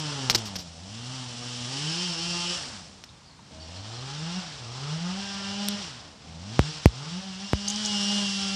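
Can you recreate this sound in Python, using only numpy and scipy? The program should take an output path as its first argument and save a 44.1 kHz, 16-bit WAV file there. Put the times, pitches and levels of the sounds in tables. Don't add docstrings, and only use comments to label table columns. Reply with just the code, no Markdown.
import sys
import numpy as np
from scipy import signal
from scipy.fft import rfft, irfft, next_fast_len
from scipy.io import wavfile
from scipy.ndimage import uniform_filter1d

SR = 44100
rng = np.random.default_rng(int(sys.argv[2]) if len(sys.argv) > 2 else 0)


def store_wav(level_fs):
    pcm = np.round(np.clip(np.atleast_2d(level_fs), -1, 1) * 32767)
    wavfile.write(sys.argv[1], SR, pcm.T.astype(np.int16))


N = 377055
TIME = np.arange(N) / SR

# time in seconds, turns per second.
ENGINE_SPEED = [(0.0, 156.5), (0.2, 134.5), (0.5, 100), (0.66, 84), (0.78, 82), (0.98, 115.8),
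                (1.14, 131.5), (1.33, 119), (1.48, 123.5), (1.65, 120.5), (2.04, 183.0), (2.16, 162.2),
                (2.26, 174.4), (2.4, 173.0), (2.55, 178.0), (2.6, 153), (2.82, 84), (2.9, 68), (3.15, 45),
                (3.42, 45), (3.51, 79), (3.66, 79.6), (3.75, 91), (4.1, 139), (4.25, 163), (4.38, 187),
                (4.66, 112.2), (5.2, 199.3), (5.42, 196.5), (5.6, 202.5), (5.8, 204.0), (5.92, 133),
                (6.05, 95), (6.17, 60), (6.27, 80.8), (6.39, 82.2), (6.5, 107), (6.68, 155), (6.8, 152),
                (6.91, 113.2), (7.18, 187), (7.25, 195), (7.35, 185.0), (7.44, 199.2), (7.69, 203.0),
                (7.8, 213.5), (7.9, 206.5), (8.01, 200.5), (8.12, 204.0), (8.18, 203.7), (8.29, 197.2),
                (8.55, 196.2)]
# time in seconds, then gains in dB for the boom, the bark, and the chain with its whine.
SAW_SWELLS = [(0, 3.5, 4, -2.5), (.25, 4, 4.5, -0.5), (.5, 0, 2.5, -1.5), (.72, -4.5, -5.5, -6),
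              (1.2, -1.5, -3, -3.3), (1.7, -1, 0, 1.5), (2.05, -0.5, -1, -2), (2.5, -6, 0.5, -1),
              (2.78, 1.5, 1.5, -2), (2.95, -9, -2, -5), (3.5, -2, -2.5, -6), (3.7, 0, -1.5, -0.5),
              (4.15, 1, -1.5, -3), (4.5, -1, -2.5, -4), (4.8, 1, -1.5, -1), (5.1, 2.5, 0, -5.5),
              (5.3, -9, 1, -4.5), (5.72, -1, 0, -3.5), (5.85, -3.5, -2, -2.5), (6.15, -5, -2.5, -3.5),
              (6.35, 3, -4.5, -3.5), (6.65, 0.5, -3, 1), (6.8, -5, -5.5, -2), (7.05, 2, -4, -3.5),
              (7.25, -7, -7, -9), (7.5, -8, -7.5, -8.5), (7.8, -4.5, -2.5, -3.5), (7.95, 0, 0.5, -2.5),
              (8.18, 2.5, 3, -1), (8.32, -2.5, -0.3, -3.5), (8.55, -1.5, 1, -3.5)]
# frequency in Hz, gain in dB.
MUFFLER_RESPONSE = [(90, -9), (160, -2), (245, 1), (380, -5.5), (480, -6), (530, -11), (610, -8),
                    (690, -13), (735, -8), (800, -6), (870, -6.5), (1000, -9.5), (1230, -8), (1400, -10),
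                    (1620, -9.5), (2100, -13)]
# order, gain in dB pulling in the cut, gain in dB flat out.
FIRING_OVERTONES = [(2, 0, 0), (3, 1, -2), (4, .5, 2), (5, -1.5, 0), (6, 1.5, -6), (7, 1, -4.5), (8, 1, -3),
                    (9, 0, -4.5), (10, 1.5, -8), (11, -1.5, -7), (12, -4.5, -5), (13, -3, -6)]
# frequency in Hz, dB added to the overtones.
CHAMBER_RING = [(165, 4), (240, 2), (320, -4), (400, -6), (480, 1.5), (560, 2), (645, 6), (740, 6),
                (850, -3), (1300, -3)]
# time in seconds, gain in dB.
OUTLET_GROWL = [(0, 1.5), (.3, 2.5), (.55, 10), (.9, 9.5), (1.15, 5), (1.7, 5), (2.6, 2), (2.72, 1),
                (2.82, 9.5), (2.92, -10), (3.65, 0.5), (4.1, -1), (5.4, -5.5), (5.65, 0), (6.15, -3),
                (6.35, 11.5), (6.5, 11), (6.68, -0.5), (8.55, -3)]
# centre in seconds, width in seconds, gain in dB.
BOOM_DIPS = [(.12, 0.046, -5), (1.352, .05, 0), (2.16, .07, -7), (4.57, .05, -8), (6.735, 0.034, -17),
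             (7.054, 0.033, -13), (7.11, 0.021, -9), (7.222, .04, -10), (7.4, .05, -5), (7.5, 0.048, -12)]
# frequency in Hz, relative noise density in dB.
GAS_SPECTRUM = [(25, -20), (55, -3), (90, 7), (160, -1), (230, -7), (330, -9), (450, -7), (580, -1.5),
                (850, -1), (1100, -4), (1400, -3), (1900, -4.5), (2600, -9), (4000, -28)]
# frequency in Hz, relative noise density in dB.
CHAIN_SPECTRUM = [(1200, -11.5), (2000, -12), (2450, -9.5), (2950, -4.5), (3400, -3.5), (3900, -4.5),
                  (4700, -2.5), (5450, 0), (5900, -3), (6400, -9), (7600, -8.5), (9000, -17), (10300, -24),
                  (11200, -50)]
# frequency in Hz, gain in dB.
SHELL_RESPONSE = [(1700, -14), (2300, -14), (2480, -13), (2620, -4.5), (2690, -9), (2770, 1), (2860, 2),
                  (2930, -5), (3060, 1), (3220, -2.5), (3460, -5), (3750, -14), (4450, -11), (4700, -3),
                  (5000, -8), (5280, -1.5), (5600, -7), (5900, -8), (6400, -22)]
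# order, gain in dB.
WHINE_ORDERS = [(14, 0), (15, -.5), (16, -1.5), (17, -1.5), (18, -2), (20, -4), (26, -2)]
# start and length in seconds, first pitch, last pitch and width in Hz,
# level in dB.
BAR_SQUEALS = [(1.72, .39, 2980, 3140, 30, -40.5), (1.72, .96, 5350, 5260, 80, -43.5),
               (2.195, .055, 4380, 4400, 40, -39)]
# start in seconds, rough length in seconds, level in dB.
FINGER_SCUFFS = [(0.298, 0.018, -18.5), (0.3473, 0.014, -15), (0.378, 0.017, -34), (0.454, 0.033, -35.5),
                 (0.557, 0.013, -29.5), (0.585, 0.038, -38), (3.039, 0.0078, -43)]
# frequency in Hz, relative noise density in dB.
SCUFF_SPECTRUM = [(60, 3.5), (300, -1), (900, -5.5), (2000, -7.5), (3500, -2), (5300, 6.5), (6500, -3.5),
                  (9000, -16.5), (14500, -18)]
# start in seconds, relative level in dB.
CASE_SNAPS = [(.2989, 0), (.329, -20), (.3488, -9), (.5563, -21), (3.039, -26), (5.686, -16)]
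# start in seconds, peak in dB, ring in Hz, decay in seconds.
CASE_TICKS = [(5.6856, -15, 3930, 0.0012), (5.6855, -20, 5800, 0.0017), (5.6852, -15, 8860, 0.00087),
              (5.6853, -19, 12400, 0.00089), (7.6783, -19, 4750, 0.0024), (7.682, -15, 6500, 0.0051),
              (7.7, -16, 6500, 0.006), (7.759, -21.5, 5300, 0.0035), (7.85, -18.5, 5200, .005),
              (7.858, -18.5, 6400, 0.0065), (3.091, -39.5, 3800, 0.0046), (3.392, -42, 950, 0.0034)]
# start in seconds, strength in dB, dB added for the case's clack.
MIC_KNOCKS = [(6.5931, 1, -18), (6.8582, 7, 11.5), (7.5334, -4, -14)]
# start in seconds, first pitch in Hz, level in dB, number of notes.
BIRD_PHRASES = [(3.258, 4950, -44, 3), (3.601, 4900, -38, 2), (3.766, 4620, -36, 1), (3.94, 4620, -37.5, 3)]
# frequency in Hz, relative noise density in dB.
AIR_SPECTRUM = [(25, -13.5), (70, 8), (180, 7), (420, -7.5), (950, -3), (1800, -10.5), (5000, -10),
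                (9000, -20.5), (14500, -59)]

# dB flat out, dB per octave of speed, dB added when coasting,
# dB added at idle.
BOOM_LAW, BARK_LAW = (-31.5, 13, -9.5, -37), (-44.5, 9.5, 3, -10.5)
RASP_LAW, WHINE_LAW = (-31.5, 10.5, -0.26, -1), (-36.5, 21, -5, -6)
IDLE_SPEED, CLUTCH_SPEED, FULL_SPEED = 55, 76, 200
BEHIND_TRUNK_S = (3.0, 4.2, 7.3, 7.9)
RUNNING_LIGHT_S = (5.25, 5.5, 5.7)
MIC_BASS_CUT_HZ = 60
TOP_CUT_HZ = 15100


def chainsaw():
    speed, = in_time(ENGINE_SPEED)
    octaves, coasting, idling = effort(speed)
    boom_db, bark_db, rasp_db, whine_db = (
        full_db + octave_db * octaves + coast_db * coasting + idle_db * idling
        for full_db, octave_db, coast_db, idle_db in (BOOM_LAW, BARK_LAW, RASP_LAW, WHINE_LAW))
    boom_swell_db, bark_swell_db, chain_swell_db = in_time(SAW_SWELLS)
    speed = speed * (1 + .001 * drift(14))
    turns = np.cumsum(speed) / SR
    hidden = np.interp(TIME, BEHIND_TRUNK_S, [0, 1, 1, 0])
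    whine = from_db(whine_db + chain_swell_db - 9 * hidden) * drive_whine(turns, speed)
    whine = treeline(whine, t60=.3, wet_db=-13)
    rasp = from_db(rasp_db + chain_swell_db) * chain(turns, hidden, flutter_db=.9, dull_db=-14.5)
    boom = exhaust_boom(turns, boom_db + boom_swell_db)
    bark = from_db(bark_db + bark_swell_db) * exhaust_bark(turns, speed, coasting, idling)
    return boom + bark + rasp + whine + bar_squeals()


def effort(speed):
    slowing = -uniform_filter1d(np.gradient(speed) * SR, SR // 8)
    slowing_ahead = np.interp(TIME + .016, TIME, slowing)
    coasting = np.clip((slowing_ahead - 135) / 110, 0, 1)
    near_idle = np.interp(speed, [IDLE_SPEED, CLUTCH_SPEED], [1, 0])
    lag = np.exp(-1 / (.025 * SR))
    idling = signal.lfilter([1 - lag], [1, -lag], near_idle + 1e-18)
    return np.log2(np.minimum(speed / FULL_SPEED, 1)), coasting, idling


def exhaust_boom(turns, level_db):
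    angle = 2 * np.pi * turns
    dips_db = sum(db * np.exp(-(2 * (TIME - s) / width) ** 2) for s, width, db in BOOM_DIPS)
    boom = np.sqrt(2) * from_db(level_db + 1.56 * drift(11) + dips_db) * np.cos(angle)
    unloaded = np.interp(TIME, RUNNING_LIGHT_S, [0, 1, 0])
    burble = unloaded * from_db(-47 + 2.6 * drift(18)) * np.cos(angle / 2 + drift(10))
    return boom + burble


def exhaust_bark(turns, speed, coasting, idling):
    flat_out = np.interp(speed, [150, 200], [0, 1])
    putter = np.interp(speed, [90, 125], [1, 0]) * (1 - coasting) * (1 - idling)
    jitter_rad = (np.interp(flat_out, [0, 1], [.065, .045]) + .25 * coasting) * drift(60)
    angle = 2 * np.pi * turns + jitter_rad
    growl_db, = in_time(OUTLET_GROWL)
    growl, upper = 0, 0
    for order, pulling_db, flat_out_db in FIRING_OVERTONES:
        hz = order * speed
        level_db = pulling_db + (flat_out_db - pulling_db) * flat_out + 2.6 * drift(14)
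        level_db += at_hz(MUFFLER_RESPONSE, hz) + putter * at_hz(CHAMBER_RING, hz)
        level_db -= (7 if order == 2 else 12) * coasting
        overtone = np.sqrt(2) * from_db(level_db) * np.cos(order * (angle + .05 * drift(7.8)))
        if order == 2:
            growl = overtone * from_db(growl_db)
        else:
            upper += overtone
    gas_db = np.interp(flat_out, [0, 1], [-2.2, -6]) + 2.5 * coasting
    gas = from_db(gas_db) * coloured(puffs(turns, depth=.092 + .55 * putter), GAS_SPECTRUM)
    upper *= from_db(2.2 * drift(50))
    return growl + gas + treeline(upper, t60=.46, wet_db=-.5)


def puffs(turns, depth):
    return rng.standard_normal(N) * (1 + depth * np.cos(2 * np.pi * turns))


def chain(turns, hidden, flutter_db, dull_db):
    rasp = coloured(puffs(turns, depth=.068), CHAIN_SPECTRUM) * from_db(flutter_db * drift(25))
    top = butterworth(rasp, 4400, "high", order=1)
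    return rasp + (from_db(dull_db * hidden) - 1) * top


def drive_whine(turns, speed):
    out = 0
    for order in range(14, 37):
        level_db = at_hz(SHELL_RESPONSE, order * speed) + np.interp(order, *np.transpose(WHINE_ORDERS))
        waver_db = order / 10 * drift(14) + 1.5 * drift(5)
        wander_rad = rng.uniform(0, 2 * np.pi) + order / 52 * drift(20)
        out += from_db(level_db + waver_db) * np.cos(2 * np.pi * order * turns + wander_rad)
    return np.sqrt(2) * out


def bar_squeals():
    out = 0
    for start, length, first_hz, last_hz, width_hz, db in BAR_SQUEALS:
        progress = np.clip((TIME - start) / length, 0, 1)
        angle = 2 * np.pi * np.cumsum(first_hz + (last_hz - first_hz) * progress) / SR
        ring = drift(width_hz) * np.cos(angle) + drift(width_hz) * np.sin(angle)
        out += from_db(db) * np.sqrt(np.abs(np.sin(np.pi * progress))) * ring
    return out


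def finger_scuffs():
    pressure = 0
    for start, length, db in FINGER_SCUFFS:
        stroke = np.interp(TIME - start, [0, .001, .66 * length, 1.4 * length], [.0013, .98, .63, .00041])
        pressure += from_db(db) * stroke
    grain = rng.standard_normal(N) * from_db(drift(500))
    return pressure * coloured(grain, SCUFF_SPECTRUM)


def case_snaps():
    starts, db = np.transpose(CASE_SNAPS)
    pulses = clicks(np.round(starts * SR) / SR, from_db(db))
    snaps = resonance(butterworth(pulses, 5500, "low", order=2), hz=2500, width_hz=4000)
    hollow = resonance(clicks(starts, from_db(db)), hz=800, width_hz=680)
    return snaps / np.abs(snaps).max() + from_db(-11) * hollow / np.abs(hollow).max()


def case_ticks():
    out, t = np.zeros(N), TIME[:SR // 10]
    for s, db, hz, decay in CASE_TICKS:
        rub = rng.standard_normal(len(t)) * np.exp(-t / decay)
        ring = resonance(rub, hz, width_hz=.095 * hz)
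        ring = butterworth(ring, min(1.38 * hz, TOP_CUT_HZ), "low", order=3)
        start = int(s * SR)
        out[start:start + len(t)] += from_db(db) * ring / np.abs(ring).max()
    return out


def mic_thumps(leak_hz):
    starts, db, clack_db = np.transpose(MIC_KNOCKS)
    steps = signal.lfilter([1], [1, -np.exp(-2 * np.pi * leak_hz / SR)], clicks(starts, from_db(db)))
    steps = butterworth(steps, 4000, "low", order=1)
    thump = butterworth(steps, MIC_BASS_CUT_HZ, "high", order=6)
    clack = resonance(clicks(starts, from_db(db + clack_db)), hz=2000, width_hz=1400)
    return thump + butterworth(clack, 3300, "low", order=2)


def bird(note_s, gap_s, fall):
    out, progress = np.zeros(N), np.linspace(0, 1, int(note_s * SR))
    for s, first_hz, db, notes in BIRD_PHRASES:
        for note in range(round(notes)):
            start = int((s + note * gap_s) * SR)
            hz = first_hz * .96 ** note * (1 + .02 * rng.standard_normal())
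            angle = 2 * np.pi * np.cumsum(hz * (1 - fall * progress)) / SR
            out[start:start + len(progress)] += from_db(db) * np.sin(np.pi * progress) * np.sin(angle)
    return out


def treeline(x, t60, wet_db):
    t = TIME[:SR]
    tail = butterworth(rng.standard_normal(SR), 2400, "low", order=1)
    tail *= from_db(-60 * t / t60) * (t > .012)
    scattered = signal.fftconvolve(x, tail / np.linalg.norm(tail))[:N] / 2
    wet = from_db(wet_db)
    return (x + wet * scattered) / np.sqrt(1 + wet ** 2)


def lawn_air():
    return from_db(-52.5) * coloured(rng.standard_normal(N), AIR_SPECTRUM)


def from_db(db):
    return 10 ** (np.asarray(db) / 20)


def unit_rms(x):
    return x / np.sqrt(np.mean(x ** 2) + 1e-20)


def in_time(rows):
    seconds, *columns = np.transpose(rows)
    return [np.interp(TIME, seconds, column) for column in columns]


def at_hz(spectrum, hz):
    points_hz, db = np.transpose(spectrum)
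    return np.interp(np.log(hz + 1e-9), np.log(points_hz), db)


def coloured(x, spectrum):
    size = next_fast_len(N)
    hz = np.arange(size // 2 + 1) * SR / size
    ends = np.minimum(hz / spectrum[0][0], 1) ** 2 / np.maximum(hz / spectrum[-1][0], 1) ** 4
    return unit_rms(irfft(rfft(x, size) * from_db(at_hz(spectrum, hz)) * ends, size)[:N])


def drift(rate_hz):
    hop, settle = 40, 2000
    pole = np.exp(-2 * np.pi * rate_hz * hop / SR)
    noise = rng.standard_normal(N // hop + settle + 2)
    slow = signal.lfilter([1], [1, -2 * pole, pole * pole], noise)[settle:]
    return np.interp(np.arange(N) / hop, np.arange(len(slow)), unit_rms(slow))


def resonance(x, hz, width_hz):
    r = np.exp(-np.pi * width_hz / SR)
    poles = [1, -2 * r * np.cos(2 * np.pi * hz / SR), r * r]
    return signal.lfilter(np.array([1, 0, -1]) * (1 - r * r) / 2, poles, x + 1e-18)


def butterworth(x, hz, kind, order):
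    return signal.sosfilt(signal.butter(order, hz, kind, fs=SR, output="sos"), x + 1e-18)


def clicks(seconds, sizes):
    at, out = np.clip(np.asarray(seconds) * SR, 0, N - 2), np.zeros(N)
    whole = at.astype(int)
    np.add.at(out, whole, sizes * (1 - at + whole))
    np.add.at(out, whole + 1, sizes * (at - whole))
    return out


def scene():
    saw = chainsaw()
    chirps = treeline(bird(note_s=.009, gap_s=.025, fall=.13), t60=.22, wet_db=2)
    air = lawn_air()
    handling = finger_scuffs() + case_snaps() + case_ticks() + mic_thumps(leak_hz=71)
    mono = saw + chirps + air + handling
    return np.array([mono, mono])


def record(dry):
    top_cut = signal.cheby2(18, 75, TOP_CUT_HZ + 600, fs=SR, output="sos")
    return signal.sosfilt(top_cut, np.clip(dry, -.93, .93))


dry = scene()
out = record(dry)
store_wav(out)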